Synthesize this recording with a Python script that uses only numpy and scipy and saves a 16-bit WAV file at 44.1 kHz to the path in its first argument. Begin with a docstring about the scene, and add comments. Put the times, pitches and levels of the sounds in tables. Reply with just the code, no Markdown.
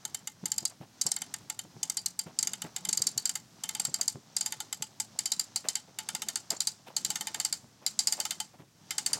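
"""Toddler pushing a clicking toy

A toddler rolls a plastic drum over grass and then gravel, a couple of metres away. A ratchet inside
(a catch snapping over a toothed wheel) clicks twelve times a turn, bright and hollow by turns as the
drum's open side comes round. A house wall and the yard echo it. Small feet thud, stones crunch and
one pebble clacks on the drum, over the quiet drone of a distant town."""
import sys
import numpy as np
from scipy import signal
from scipy.fft import rfft, irfft, next_fast_len
from scipy.io import wavfile
from scipy.ndimage import uniform_filter1d

SR = 44100
rng = np.random.default_rng(int(sys.argv[2]) if len(sys.argv) > 2 else 0)


def materialize(psi):
    """Save the field psi as 16-bit PCM at rate SR to the path in sys.argv[1].

    A 1-D psi becomes a single channel; in a 2-D psi each row is a channel.
    """
    bounded = np.clip(np.atleast_2d(psi).T, -1, 1)
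    quanta = np.round(bounded * 32767).astype(np.int16)
    wavfile.write(sys.argv[1], SR, quanta)


N = 405279
TOP_HZ = 16000


def gain(db):
    return 10 ** (np.asarray(db) / 20)


def seconds(length):
    return np.arange(int(length * SR)) / SR


def unit_level(x):
    return x / np.sqrt(np.mean(x ** 2))


def fade(t, t60):
    """Die away by 60 dB every t60 seconds."""
    return np.exp(-np.log(1000) * t / t60)


def add(out, start_s, x):
    i = max(int(start_s * SR), 0)
    out[i:i + len(x)] += x[:max(len(out) - i, 0)]


def colour(x, tone):
    """Turn lows and highs up or down along a curve of (frequency [Hz], level [dB]) points."""
    hz, db = np.transpose(tone)
    size = next_fast_len(len(x))
    freqs = np.maximum(np.arange(size // 2 + 1) * SR / size, 1)
    curve = gain(np.interp(np.log(freqs), np.log(hz), db))
    return irfft(rfft(x, size) * curve, size)[:len(x)]


def band(x, lo_hz, hi_hz, order=2):
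    return signal.sosfilt(signal.butter(order, [lo_hz, hi_hz], "band", fs=SR, output="sos"), x)


def wander(rate_hz):
    """A slow random drift, about 1 either way."""
    hold = int(SR / rate_hz)
    stairs = np.repeat(rng.standard_normal(N // hold + 1), hold)
    return unit_level(uniform_filter1d(uniform_filter1d(stairs, hold), hold)[:N])


# The tone of the distant town: (frequency [Hz], level [dB])
TOWN_TONE = [(25, -23.5), (55, -15), (75, -9.5), (105, 4), (200, 1), (450, -13), (2500, -19.5), (6000, -16),
             (10000, -25), (16000, -29)]
def town(drone_db=-61.7, hum_hz=182, hum_db=-62, hum_peak_s=2.92, hum_width_s=0.96):
    """A distant town: a low drone that wavers, a little hiss, and a hum that swells once and fades."""
    t = np.arange(N) / SR
    drone = unit_level(colour(rng.standard_normal(N), TOWN_TONE))
    drone *= gain(drone_db + np.linspace(1.3, -1.3, N) + wander(7.5))
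    hum = unit_level(band(rng.standard_normal(N), hum_hz - 7, hum_hz + 7))
    swell = np.exp(-((t - hum_peak_s) / hum_width_s) ** 2)
    return drone + hum * gain(hum_db) * swell


def grains(size, density, spread_db, tone):
    """Tiny knocks at random moments, a few much bigger than the rest, high ones far more often than low."""
    out = 0
    for hz in 140 * 2. ** np.arange(7):
        strengths = gain(spread_db * np.minimum(rng.exponential(size=size), 4))
        happens = rng.random(size) < density * hz / 1000 / SR
        hits = happens * strengths * rng.choice([-1, 1], size)
        out = out + band(hits / np.sqrt(hz), hz, 2 * hz)
    return unit_level(colour(out, tone))


# The tone of the ground under the drum: (frequency [Hz], level [dB])
GROUND_TONE = [(200, 7.5), (480, -4.5), (750, 0.5), (2500, -11), (6000, -3.5), (12000, -33.5)]
def rolling(grass_db=-60.5, gravel_db=-56.5, creep=0.04, smooth_s=0.32):
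    """Grass, later grit, crackles under the drum, louder when the ratchet's clicks come faster."""
    teeth = np.zeros(N)
    for start_s, _ in CLICKS:
        add(teeth, start_s, np.ones(1))
    window = int(smooth_s * SR)
    speed = unit_level(uniform_filter1d(uniform_filter1d(teeth, window), window // 2))
    grit = grains(N, density=1500, spread_db=4.2, tone=GROUND_TONE)
    return grit * (creep + speed) * gain(np.linspace(grass_db, gravel_db, N) + 1.2 * wander(13))


def struck(notes, levels_db, chatter_t60, hold_s, band_hz, detune=0, scatter_db=0, rise_s=.0002):
    """One ring for each level given: plastic chatters on plastic and sets a part's own notes ringing."""
    t, rings = seconds(.1), []
    for _ in levels_db:
        # some hits let go cleanly, others scrape a moment longer
        stretch = np.exp(0.23 * rng.standard_normal())
        chatter = rng.standard_normal(len(t)) * fade(np.maximum(t / stretch - hold_s, 0), chatter_t60)
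        first_blow = 1 + gain(3) * fade(t, 0.018)
        chatter = chatter * first_blow * (1 - np.exp(-t / rise_s))
        ring = 0
        for k, (hz, width, db) in enumerate(notes):
            # each hit presses differently, so the notes can shift in pitch and strength
            shift, strength = rng.standard_normal(2)
            resonance = signal.iirpeak(hz * (1 + detune * shift), hz / width, fs=SR)
            note = signal.lfilter(*resonance, chatter)
            ring = ring + (-1) ** k * gain(db + scatter_db * strength) * note
        rings.append(ring)
    rings = band(np.array(rings), *band_hz)
    opening_level = rings[:, t < .014].std(axis=1, keepdims=True)
    return rings / opening_level * gain(levels_db)[:, None]


def turning(base_db, swing_db, cap_db, gravel_db, teeth=12, facing_tooth=6.6):
    """A part's level at each click: it swings once a turn, up to a cap, and shifts towards the gravel."""
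    # 1 when the drum's open side faces the listener, -1 when it faces away
    facing = np.cos(2 * np.pi * (np.arange(len(CLICKS)) - facing_tooth) / teeth)
    progress = np.transpose(CLICKS)[0] * SR / N
    return base_db + np.minimum(swing_db * facing, cap_db) + gravel_db * (progress - .5)


# The notes of the thin tick, the catch, the wheel and the shell: (pitch [Hz], width [Hz], level [dB])
TICK_NOTES = [(9840, 490, 2.5), (11320, 960, 4), (13040, 3500, -5.5)]
CATCH_NOTES = [(5820, 330, -11), (6555, 340, -1.5), (6980, 290, -2), (7394, 250, 4.5), (8480, 350, -4.5),
               (9030, 520, -7.5)]
WHEEL_NOTES = [(4057, 235, -10.5), (4554, 144, -2), (4756, 138, 1), (5584, 260, -10)]
SHELL_NOTES = [(749, 75, -3.5), (864.3, 26, 8), (1292, 69, -4.5), (1420, 39, -0.5), (1616, 270, -5.5),
               (1820, 51, 0), (2075, 123, 1.5), (2913, 96, 1), (3088, 35.4, 8.5), (3656, 240, 3)]
# One click per tooth, in runs as the child shoves: (time [s], force against an average click [dB])
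CLICKS = [(0.0507, 0.5), (0.1447, 1.5), (0.2722, -2.0), (0.4557, 1.0), (0.517, 0.5), (0.5801, -1.0),
          (0.6519, 0.5), (1.0125, 1.5), (1.0645, 0.5), (1.116, 1.0), (1.1634, -2.5), (1.2175, -2.0),
          (1.339, 0.0), (1.4984, 1.5), (1.5904, -3.0), (1.8296, 2.5), (1.8978, -1.5), (1.969, -2.5),
          (2.0595, -0.5), (2.1907, -2.0), (2.3877, 1.5), (2.427, 0.5), (2.4717, 1.5), (2.5329, -2.0),
          (2.6185, -2.0), (2.762, 1.5), (2.85, -1.0), (2.888, 3.0), (2.928, 1.5), (2.9726, 0.0),
          (3.0184, 1.0), (3.0682, 2.0), (3.1762, 0.0), (3.2542, 1.5), (3.2929, 0.5), (3.3532, 0.5),
          (3.636, 1.0), (3.6897, 1.5), (3.749, -2.0), (3.797, 3.0), (3.8498, -0.5), (3.941, -1.0),
          (4.011, 0.5), (4.0786, 1.5), (4.365, 0.0), (4.4089, -1.5), (4.4598, 0.0), (4.5219, -2.0),
          (4.6026, -2.0), (4.7264, 2.0), (4.822, 1.0), (4.9997, 1.5), (5.1885, 0.0), (5.256, -2.0),
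          (5.3181, 0.5), (5.3941, 0.0), (5.5588, -1.5), (5.6849, 0.5), (5.7533, 1.0), (5.9862, -3.0),
          (6.0876, 0.0), (6.1489, 2.0), (6.2189, -2.5), (6.2847, -1.0), (6.3563, -2.0), (6.5036, -1.5),
          (6.6038, -0.5), (6.6708, 0.0), (6.9642, -0.5), (7.0473, -1.0), (7.102, 0.0), (7.156, -0.5),
          (7.2083, -1.0), (7.2698, -0.5), (7.3439, -2.5), (7.3991, 1.0), (7.4483, 0.5), (7.5256, -2.0),
          (7.8632, -0.5), (7.9901, 2.5), (8.071, 2.0), (8.1229, 0.0), (8.2004, 0.5), (8.252, -1.0),
          (8.3071, 2.5), (8.4009, 1.0), (8.9064, -1.5), (8.9805, 2.0), (9.061, 0.5), (9.131, 0.0)]
def ratchet(tick_share=.3):
    """The catch snaps off a tooth with a thin tick; the wheel and the drum's shell ring a little longer."""
    force_db = np.transpose(CLICKS)[1]
    # catch and wheel are loudest through the open side, the hollow shell from the closed side
    tick_db = tick_share * force_db + turning(base_db=-41.9, swing_db=2.1, cap_db=2.1, gravel_db=.9)
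    catch_db = force_db + turning(base_db=-29.6, swing_db=5.9, cap_db=1.7, gravel_db=-.3)
    wheel_db = force_db + turning(base_db=-35.9, swing_db=6.9, cap_db=4.9, gravel_db=5.7)
    shell_db = turning(base_db=-42.3, swing_db=-3.2, cap_db=2.2, gravel_db=6.4)
    tick = struck(TICK_NOTES, tick_db, chatter_t60=0.024, hold_s=0.0029, band_hz=(9050, 17000),
                  scatter_db=1.5)
    catch = struck(CATCH_NOTES, catch_db, chatter_t60=0.024, hold_s=0.0034, band_hz=(5100, 10440),
                   detune=0.011, scatter_db=1.5)
    wheel = struck(WHEEL_NOTES, wheel_db, chatter_t60=0.039, hold_s=0.0033, band_hz=(3630, 5940),
                   detune=0.012, scatter_db=2.5)
    shell = struck(SHELL_NOTES, shell_db, chatter_t60=0.061, hold_s=0.0015, band_hz=(574, 4300))
    return tick + catch + wheel + shell


# The wall's echo as the child nears it: (first delay [s], last delay [s], first level [dB], last level [dB])
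WALL_ECHO = (.024, .007, -20.5, -10)
# A weaker echo from across the yard: (delay [s], level [dB])
FAR_ECHO = (.044, -24)
# The tone of the yard's soft wash of echoes: (frequency [Hz], level [dB])
YARD_TONE = [(700, -18.5), (2200, -11), (3400, -12.5), (4700, 1), (5600, -4), (7400, 1.5), (10000, -13.5),
             (16000, -24.5)]
def clicks_in_yard(clicks):
    """Each click is heard directly, then bounces back from the house wall and the yard."""
    out, t = np.zeros(N), seconds(.4)
    first_delay, last_delay, first_db, last_db = WALL_ECHO
    far_delay, far_db = FAR_ECHO
    wash_shape = (fade(t, 0.16) + gain(-24) * fade(t, 0.69)) * (1 - np.exp(-t / 0.0044))
    for (start_s, _), click in zip(CLICKS, clicks):
        progress = start_s * SR / N
        add(out, start_s, click)
        wash = colour(rng.standard_normal(len(t)), YARD_TONE) * wash_shape
        wash *= np.linalg.norm(click) / np.linalg.norm(wash)
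        add(out, start_s, gain(-19.3 + 10 * progress) * wash)  # stronger close to the house
        # the wall's overlapping boards blur the echo
        boards = rng.standard_normal(len(click)) * fade(t[:len(click)], 0.023)
        echo = signal.fftconvolve(click, boards / np.linalg.norm(boards))
        wall_delay = first_delay + progress * (last_delay - first_delay)
        wall_db = first_db + progress * (last_db - first_db)
        add(out, start_s + wall_delay, gain(wall_db) * echo)
        add(out, start_s + far_delay, gain(far_db) * echo)
    return out


# The child's steps: (time [s], heaviness [dB])
FOOTSTEPS = [(.428, -43), (.62, -48), (.802, -44.5), (1.051, -45), (1.641, -50), (1.755, -47.5),
             (2.259, -44.5), (2.639, -42.5), (2.876, -48.5), (2.993, -46.5), (3.158, -48.5), (3.875, -46),
             (4.146, -42.5), (4.8, -48.5), (6.135, -52), (7.633, -51.5), (8.593, -49), (9.15, -50)]
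def footsteps(thud_hz=145, thud_t60=0.064, knock_hz=520, landing_s=.011, brush_t60=0.1):
    """A sole brushes the ground, and the weight lands with a dull thud and a short knock."""
    out, t = np.zeros(N), seconds(.16)
    soft_start = (1 - np.exp(-t / 0.002)) ** 2
    press = fade(t, brush_t60) * (1 - np.exp(-t / .01)) ** 2
    for start_s, weight_db in FOOTSTEPS:
        thud_tuning, knock_tuning = np.exp(.12 * rng.standard_normal(2))
        thud = np.sin(2 * np.pi * thud_hz * thud_tuning * t) * fade(t, thud_t60) * soft_start
        knock = np.sin(2 * np.pi * knock_hz * knock_tuning * t) * fade(t, 0.0023)
        brush = band(rng.standard_normal(len(t)), 77, 343) * press
        add(out, start_s, gain(weight_db - 13.5) * unit_level(brush))
        add(out, start_s, gain(weight_db - 9.5) * unit_level(thud))
        add(out, start_s + landing_s, gain(weight_db - 17) * unit_level(knock))
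    return band(out, 108, TOP_HZ, order=3)  # the deepest bass is cut away below the steps


# The tone of a crunch: (frequency [Hz], level [dB])
CRUNCH_TONE = [(200, 8), (480, 6), (700, 9.5), (1500, -1), (2600, -5), (8000, -20)]
# Patches of loose stones being pressed: (time [s], strength [dB])
CRUNCHES = [(.69, -62), (.802, -57), (1.051, -53), (2.255, -56), (2.633, -51), (3.98, -53.5),
            (5.636, -48.5), (5.87, -63), (6.26, -57), (6.503, -45.5), (6.86, -51.5), (7.355, -56),
            (7.81, -60), (8.168, -49.5), (8.525, -61), (8.58, -61), (9.09, -53), (9.14, -51)]
def stones(crunch_t60=0.16, press_s=.01):
    """Loose stones grind together as weight comes onto them."""
    out, t = np.zeros(N), seconds(.16)
    press = fade(t, crunch_t60) * (1 - np.exp(-t / press_s)) ** 2
    for start_s, strength_db in CRUNCHES:
        crunch = grains(len(t), density=700, spread_db=4, tone=CRUNCH_TONE) * press
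        add(out, start_s, gain(strength_db - 3) * unit_level(crunch))
    return band(out, 120, TOP_HZ, order=3)


# A pebble hitting the drum: (time [s], level [dB])
PEBBLE_CLACK = (6.565, -43)
def pebble():
    """One stone hits the plastic, which rings briefly."""
    out = np.zeros(N)
    start_s, level_db = PEBBLE_CLACK
    clack = struck(WHEEL_NOTES + CATCH_NOTES, [level_db], chatter_t60=.04, hold_s=.004,
                   band_hz=(2000, 8000), detune=.03, scatter_db=2)[0]
    add(out, start_s, clack)
    return out


def scene():
    """The toy, the child's feet and the ground under both, over the distant town."""
    return (clicks_in_yard(ratchet()) + pebble() + footsteps() + stones() + rolling() + town())[None]


def record(dry):
    """A phone cuts off the very highest treble."""
    return signal.sosfilt(signal.ellip(8, .2, 70, TOP_HZ, fs=SR, output="sos"), dry)


dry = scene()
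out = record(dry)
materialize(out)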